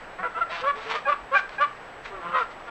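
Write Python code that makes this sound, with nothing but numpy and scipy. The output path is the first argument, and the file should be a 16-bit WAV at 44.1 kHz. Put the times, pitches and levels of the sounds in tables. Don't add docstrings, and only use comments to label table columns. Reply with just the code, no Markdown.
import sys
import numpy as np
from scipy import signal
from scipy.fft import rfft, irfft, next_fast_len
from scipy.io import wavfile
from scipy.ndimage import uniform_filter1d, map_coordinates

SR = 44100
rng = np.random.default_rng(int(sys.argv[2]) if len(sys.argv) > 2 else 0)


def convert_level_to_amplitude(level_db):
    exponent = np.asarray(level_db, float) / 20
    return 10 ** exponent


def file_out(sig):
    cols = np.atleast_2d(sig).T
    lim = np.clip(cols, -1, 1)
    pcm = np.round(lim * 32767).astype(np.int16)
    wavfile.write(sys.argv[1], SR, pcm)


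N = 119070


def unit(x):
    return x / np.sqrt(np.mean(x ** 2) + 1e-20)


def along(points, hz):
    f, v = np.transpose(points)
    return np.interp(np.log(hz + 1), np.log(f + 1), v, left=-120)


def wobble(rate, size=N):
    knots = rng.standard_normal(int(size * rate / SR) + 4)
    return map_coordinates(knots, [np.arange(size) * rate / SR])


def coloured(x, spectrum):
    m = next_fast_len(N + 8192)
    gain = convert_level_to_amplitude(along(spectrum, np.fft.rfftfreq(m, 1 / SR)))
    return unit(irfft(rfft(x, m) * gain, m)[:N])


def swell(u, peak, sharp):
    peak = np.clip(peak, .05, .95)
    ramp = np.minimum(u / peak, (1 - u) / (1 - peak))
    return np.sin(np.pi / 2 * np.clip(ramp, 0, 1)) ** sharp


def add(out, s, x):
    part = out[round(s * SR):][:len(x)]
    part += x[:len(part)]


# (frequency [Hz], density [dB per Hz])
HUM_COLOUR = [(88, -45.5), (150, -11), (351, -8), (425, -5.5), (601, -3), (715, -3), (1410, -5.5),
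              (1760, -6.5), (9500, -44), (12400, -71), (20900, -120)]


def distant_hum():
    z = signal.stft(rng.standard_normal(N), nperseg=512)[2]
    field = uniform_filter1d(rng.standard_normal(z.shape), 6, 0)
    field = uniform_filter1d(field, 10, 1)
    patchy = signal.istft(z * convert_level_to_amplitude(0.86 * unit(field)), nperseg=512)[1][:N]
    return convert_level_to_amplitude(-42.5 + 0.17 * wobble(2.9)) * coloured(patchy, HUM_COLOUR)


# (frequency [Hz], density [dB per Hz])
RUMBLE_COLOUR = [(15, 12), (30, 11.5), (55, 1.5), (90, -2.5), (125, 6.5), (160, -13), (250, -65)]
# (time [s], level [dB])
WIND_GUST = [(0, 0.5), (1.9, -0.5), (2.1, 2), (2.7, 0)]


def wind_rumble():
    gust_db = np.interp(np.arange(N) / SR, *np.transpose(WIND_GUST))
    rumble = coloured(rng.standard_normal(N), RUMBLE_COLOUR)
    return convert_level_to_amplitude(-56.5 + gust_db + wobble(1.7)) * rumble


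def wind_puff(t):
    start_s, length_s, pitch_hz, level_db = 1.19, .08, 45, -46
    push = swell((t - start_s) / length_s, peak=.5, sharp=2)
    return convert_level_to_amplitude(level_db) * push * np.sin(2 * np.pi * pitch_hz * t)


# (frequency [Hz], density [dB per Hz])
HISS_COLOUR = [(6000, -2.5), (9000, 0), (15600, -3.5)]


def microphone_hiss():
    return convert_level_to_amplitude(-80) * coloured(rng.standard_normal(N), HISS_COLOUR)


# (frequency [Hz], level [dB])
CLOCK_TONES = [(10002, -101), (10998, -101), (11999, -102), (13001, -104)]


def camera_whine(t):
    whine_hz, flip_hz, whine_db = 7824.5, 29.6, -70
    flip = np.tanh(12 * np.sin(2 * np.pi * flip_hz * t))
    whine = convert_level_to_amplitude(whine_db) * np.sqrt(2) * np.sin(2 * np.pi * whine_hz * t) * flip
    clock = sum(np.sqrt(2) * convert_level_to_amplitude(db) * np.sin(2 * np.pi * hz * t) for hz, db in CLOCK_TONES)
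    return whine + clock


# (delay [s], level [dB])
TRUNK_ECHOES = [
    (.021, -19),
    (.037, -17),
    (.058, -20),
    (.085, -22),
]
# (frequency [Hz], time [s])
WOOD_FADE = [(300, .18), (1400, .24), (5000, .14)]


def wood(x):
    hz, t, z = signal.stft(rng.standard_normal(SR // 2), SR, nperseg=256)
    fade = convert_level_to_amplitude(-60 * t / np.abs(along(WOOD_FADE, hz))[:, None])
    tail = signal.istft(z * fade, SR, nperseg=256)[1]
    tail *= convert_level_to_amplitude(-15) / np.linalg.norm(tail)
    for s, db in TRUNK_ECHOES:
        tail[round(s * SR)] += convert_level_to_amplitude(db)
    highpass = signal.butter(2, 975, "high", fs=SR, output="sos")
    return signal.fftconvolve(signal.sosfilt(highpass, x), tail)[:N]


# (start [s], length [s], level [dB])
MOVEMENTS = [(0.489, 0.14, -37.5), (0.605, 0.021, -38), (0.741, 0.29, -40.5), (0.757, 0.0042, -48),
             (0.885, 0.11, -35), (1.084, 0.095, -49), (1.345, 0.068, -33.5), (1.492, 0.0039, -33.5),
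             (1.493, 0.094, -46), (1.608, 0.011, -33.5), (2.048, 0.018, -39.5), (2.024, 0.091, -44.5),
             (2.361, 0.087, -40), (2.499, 0.036, -45.5)]
# (frequency [Hz], density [dB per Hz])
LEAF_COLOUR = [(300, -17.5), (1000, 13), (2500, 9.5), (4500, -2.5), (7000, -15.5), (9000, -29),
               (12000, -55)]


def rustles():
    effort = np.zeros(N)
    for s, length, db in MOVEMENTS:
        u = np.arange(round(length * SR)) / SR / length
        add(effort, s, convert_level_to_amplitude(db) * swell(u, peak=.45, sharp=.7))
    crackles_per_s, spread_db = 1500, 3
    draw = rng.random((2, N))
    crackles = (draw[0] < crackles_per_s / SR) * convert_level_to_amplitude(-spread_db * np.log(draw[1] + .02))
    grain = (2.2 + unit(crackles)) * rng.standard_normal(N)
    return effort * convert_level_to_amplitude(1.5 * wobble(70)) * coloured(grain, LEAF_COLOUR)


# (frequency [Hz], density [dB per Hz])
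BREATH_COLOUR = [(300, -26.5), (600, -17), (1300, 0), (1900, -6.5), (3000, -11), (4500, -31), (7000, -43),
                 (9500, -63.5)]


def breath():
    return coloured(rng.standard_normal(N), BREATH_COLOUR)


# (pitch jitter [fraction], air [dB], cycles per uneven pattern [count], undertones [dB])
CLEAR_VOICE = (.006, -20, 2, -30)
REEDY_VOICE = (.007, -20, 3, -17)
BROKEN_VOICE = (.005, -16, 2, -6)
BUZZY_VOICE = (.008, -11, 2, -18)
GARGLED_VOICE = (.003, -22, 3, -10)
RINGING_VOICE = (.008, -18, 2, -11)
THROBBING_VOICE = (.004, -19, 8, -15)


def voice(hz, throat, quality, air, shut_db=None):
    jitter, air_db, cycles, under_db = quality
    n, size = len(hz), 8192
    hz = hz * (1 + jitter * wobble(130, size)[:n])
    turn = 2 * np.pi * np.cumsum(hz) / SR
    k = np.arange(1, 61)[:, None] / cycles
    knots, at = rng.standard_normal((len(k), 16)), np.arange(n) * 70 / SR
    i = at.astype(int)
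    flicker_db = 3 * (knots[:, i] * (i + 1 - at) + knots[:, i + 1] * (at - i))
    db = along(throat, k * hz) + (under_db + 3 * wobble(45, size)[:n]) * (k % 1 > 0)
    waves = np.cos(k * turn + .6 * rng.standard_normal(k.shape))
    if shut_db is None:
        tone = unit((convert_level_to_amplitude(db + flicker_db) * waves).sum(0))
    else:
        db = db - along(throat, 2 * hz) + flicker_db * (k != 2)
        db = np.where(k == 1, shut_db, db)
        tone = np.sqrt(2) * (convert_level_to_amplitude(db) * waves).sum(0)
    return tone + convert_level_to_amplitude(air_db) * np.resize(air, n) * (1 + .7 * np.cos(turn))


def goose(calls, throat, quality, arch, peak, sharp):
    out, air = np.zeros(N), breath()
    for s, length, first_hz, last_hz, db in calls:
        u = np.arange(round(length * SR)) / SR / length
        hz = (first_hz + (last_hz - first_hz) * u) * (1 + arch * np.sin(np.pi * u))
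        call = voice(hz, throat, quality, air[round(s * SR):])
        add(out, s, convert_level_to_amplitude(db) * swell(u, peak, sharp) * call)
    return out


def near_goose(honks, throat, quality):
    out, air = np.zeros(N), breath()
    for s, *controls in map(np.transpose, honks):
        t = np.arange(s[0], s[-1], 1 / SR)
        hz, db, shut_db = [np.interp(t, s, c) for c in controls]
        edge = np.clip(np.minimum(t - s[0], s[-1] - t) / .004, 0, 1)
        honk = voice(hz, throat, quality, air[round(s[0] * SR):], shut_db)
        add(out, s[0], convert_level_to_amplitude(db) * edge * honk)
    return out


# (start [s], length [s], first pitch [Hz], last pitch [Hz], level [dB])
MOAN_CALLS = [
    (.19, .045, 182, 190, -48),
    (.75, .07, 430, 440, -45),
    (.856, .115, 445, 452, -38),
    (2.106, .105, 402, 355, -44),
    (2.225, .135, 172, 180, -47),
]
# (frequency [Hz], level [dB])
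MOANING_THROAT = [(150, -4), (500, -9.5), (900, -25), (2000, -23.5), (9000, -85.5)]


def moans():
    return goose(MOAN_CALLS, MOANING_THROAT, CLEAR_VOICE, arch=0.0021, peak=0.45, sharp=0.21)


# (start [s], length [s], first pulse rate [Hz], last pulse rate [Hz], level [dB])
GRUNT_CALLS = [(.364, 0.045, 233.6, 257.7, -31), (.628, 0.04, 214.9, 229.2, -28.5),
               (.75, 0.13, 217.5, 229.4, -44), (1.112, 0.043, 184.2, 188, -28.5),
               (1.345, .03, 280, 285, -27), (2.11, .09, 199, 185, -42), (2.2, .15, 168, 176, -34),
               (2.285, 0.02, 168, 172, -33.5), (2.31, 0.027, 101.4, 105.4, -33),
               (2.341, 0.031, 151.2, 137.6, -29), (2.665, 0.17, 237.2, 206, -29.5)]
# (frequency [Hz], level [dB])
GRUNTING_THROAT = [(150, -58.5), (550, 2.5), (800, -8.5), (1050, 9.5), (1450, 4), (1900, -24), (2600, -13),
                   (9000, -64)]


def grunts():
    return goose(GRUNT_CALLS, GRUNTING_THROAT, BUZZY_VOICE, arch=.004, peak=.45, sharp=.8)


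# (start [s], length [s], first pitch [Hz], last pitch [Hz], level [dB])
CACKLE_CALLS = [
    (.227, .036, 337, 325, -28),
]
LEAD_INS = [
    (.185, .05, 352, 388, -33),
]
# (frequency [Hz], level [dB])
CACKLING_THROAT = [(150, -22), (330, -40), (490, -3), (830, -3.5), (1300, 3.5), (1900, -3.5), (2600, -17.5),
                   (9000, -98.5)]


def cackles():
    lead_in = goose(LEAD_INS, CACKLING_THROAT, (.004, -18, 2, -14), arch=.005, peak=.2, sharp=.5)
    cackle = goose(CACKLE_CALLS, CACKLING_THROAT, BROKEN_VOICE, arch=0.0044, peak=0.14, sharp=0.8)
    return lead_in + cackle


# (start [s], length [s], first pitch [Hz], last pitch [Hz], level [dB])
SQUEAK_CALLS = [
    (.495, 0.028, 626, 672, -34.5),
]
RASP_CALLS = [
    (.51, .08, 336.5, 339, -33.5),
    (.578, 0.039, 334, 327.4, -33.5),
]
GARGLE_CALLS = [
    (.872, .11, 217.5, 225.4, -32.5),
]
# (frequency [Hz], level [dB])
OPEN_THROAT = [(150, -44), (500, -2), (1200, 5), (1700, -6), (2400, -3), (3300, -6), (5000, -19),
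               (9000, -76)]


def rasps():
    squeak = goose(SQUEAK_CALLS, OPEN_THROAT, CLEAR_VOICE, arch=0.0054, peak=0.52, sharp=0.84)
    rasp = goose(RASP_CALLS, OPEN_THROAT, BROKEN_VOICE, arch=.012, peak=.3, sharp=.55)
    gargle = goose(GARGLE_CALLS, OPEN_THROAT, GARGLED_VOICE, arch=0.0031, peak=.55, sharp=0.94)
    return squeak + rasp + gargle


# (start [s], length [s], first pitch [Hz], last pitch [Hz], level [dB])
LOW_CALLS = [
    (.245, 0.036, 492, 469, -29.5),
    (.934, 0.061, 606.7, 588.5, -32.5),
    (2.11, 0.1076, 596, 533.6, -40),
]
# (frequency [Hz], level [dB])
LARGE_THROAT = [(300, -33), (560, -5), (850, -19.5), (1080, 3.5), (1300, -1), (1700, -17.5), (2300, -22.5),
                (9000, -76)]


def low_honks():
    return goose(LOW_CALLS, LARGE_THROAT, REEDY_VOICE, arch=.025, peak=.6, sharp=.7)


# (start [s], length [s], first pitch [Hz], last pitch [Hz], level [dB])
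HIGH_CALLS = [
    (.232, 0.061, 701, 652, -29),
    (.343, 0.057, 643, 688, -30.5),
    (.407, 0.038, 707, 644, -20),
    (1.05, 0.051, 837, 794, -26.5),
    (1.58, 0.032, 805, 829, -25.5),
    (2.397, 0.038, 738, 632.5, -25),
]
# (time [s], pitch [Hz], ringing octave [dB], fundamental over it [dB])
BREAKING_HONK = [(1.348, 801.6, -23, -9), (1.374, 796.7, -15.5, -14.5), (1.384, 752, -30, -18),
                 (1.399, 730, -19.5, -12)]
# (frequency [Hz], level [dB])
SMALL_THROAT = [(400, -5.5), (750, -13), (1450, 5.5), (2050, -13), (2400, -8), (2800, -26.5), (5000, -46),
                (9000, -81)]


def high_honks():
    clear = goose(HIGH_CALLS, SMALL_THROAT, CLEAR_VOICE, arch=0.006, peak=0.35, sharp=1.1)
    return clear + near_goose([BREAKING_HONK], SMALL_THROAT, CLEAR_VOICE)


# (time [s], pitch [Hz], ringing octave [dB], fundamental over it [dB])
RINGING_HONKS = [
    [(.615, 502, -46, 4), (.64, 515, -40, 7), (.656, 545, -30, -1), (.68, 570, -20, -9),
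     (.71, 570, -22, -16), (.728, 562, -42, -11)],
    [(1.061, 548, -48, 6), (1.072, 553, -31, 1), (1.082, 560, -24, -4), (1.098, 590, -17, -11),
     (1.112, 582, -26, -5), (1.127, 572, -20, -20), (1.139, 565, -34, -14)],
    [(1.311, 512, -50, 3), (1.32, 524, -33, 1), (1.338, 550, -23, -7), (1.351, 578, -17, -14),
     (1.363, 572, -22, -12), (1.374, 570, -34, -16)],
    [(1.593, 530, -50, 2), (1.602, 550, -32, -2), (1.612, 572, -22, -9), (1.625, 592, -17, -14),
     (1.647, 582, -19, -25), (1.662, 588, -35, -22)],
]
LAST_HONK = [(2.328, 526, -39, -9), (2.345, 524, -28, -7), (2.365, 519, -25, -11), (2.385, 515, -25, -12),
             (2.402, 500, -29, -7), (2.417, 462, -39, 2), (2.436, 443, -50, 3)]
# (start [s], length [s], first pitch [Hz], last pitch [Hz], level [dB])
THROB_CALLS = [
    (2.334, .075, 618, 642, -21),
]
# (frequency [Hz], level [dB])
NEAREST_THROAT = [(300, -30), (880, -20), (1010, 0), (1400, -2), (1650, -14), (2300, -21), (3400, -30),
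                  (9000, -68)]


def near_honks():
    honks = near_goose(RINGING_HONKS + [LAST_HONK], NEAREST_THROAT, RINGING_VOICE)
    throb = goose(THROB_CALLS, NEAREST_THROAT, THROBBING_VOICE, arch=.008, peak=.5, sharp=.7)
    return honks + throb


def scene():
    geese = moans() + grunts() + cackles() + rasps() + low_honks() + high_honks() + near_honks()
    near = geese + rustles()
    return (near + wood(near) + distant_hum() + wind_rumble())[None]


def low_pass(x):
    return signal.sosfilt(signal.butter(12, 15500, fs=SR, output="sos"), x)


def record(dry):
    t = np.arange(N) / SR
    lowpass = signal.butter(6, 9000, fs=SR, output="sos")
    softened = signal.sosfilt(lowpass, dry)
    fade = np.clip((t[-1] - t) / .006, 0, 1)
    mix = fade * (softened + camera_whine(t) + wind_puff(t) + microphone_hiss())
    return low_pass(mix)


dry = scene()
out = record(dry)
file_out(out)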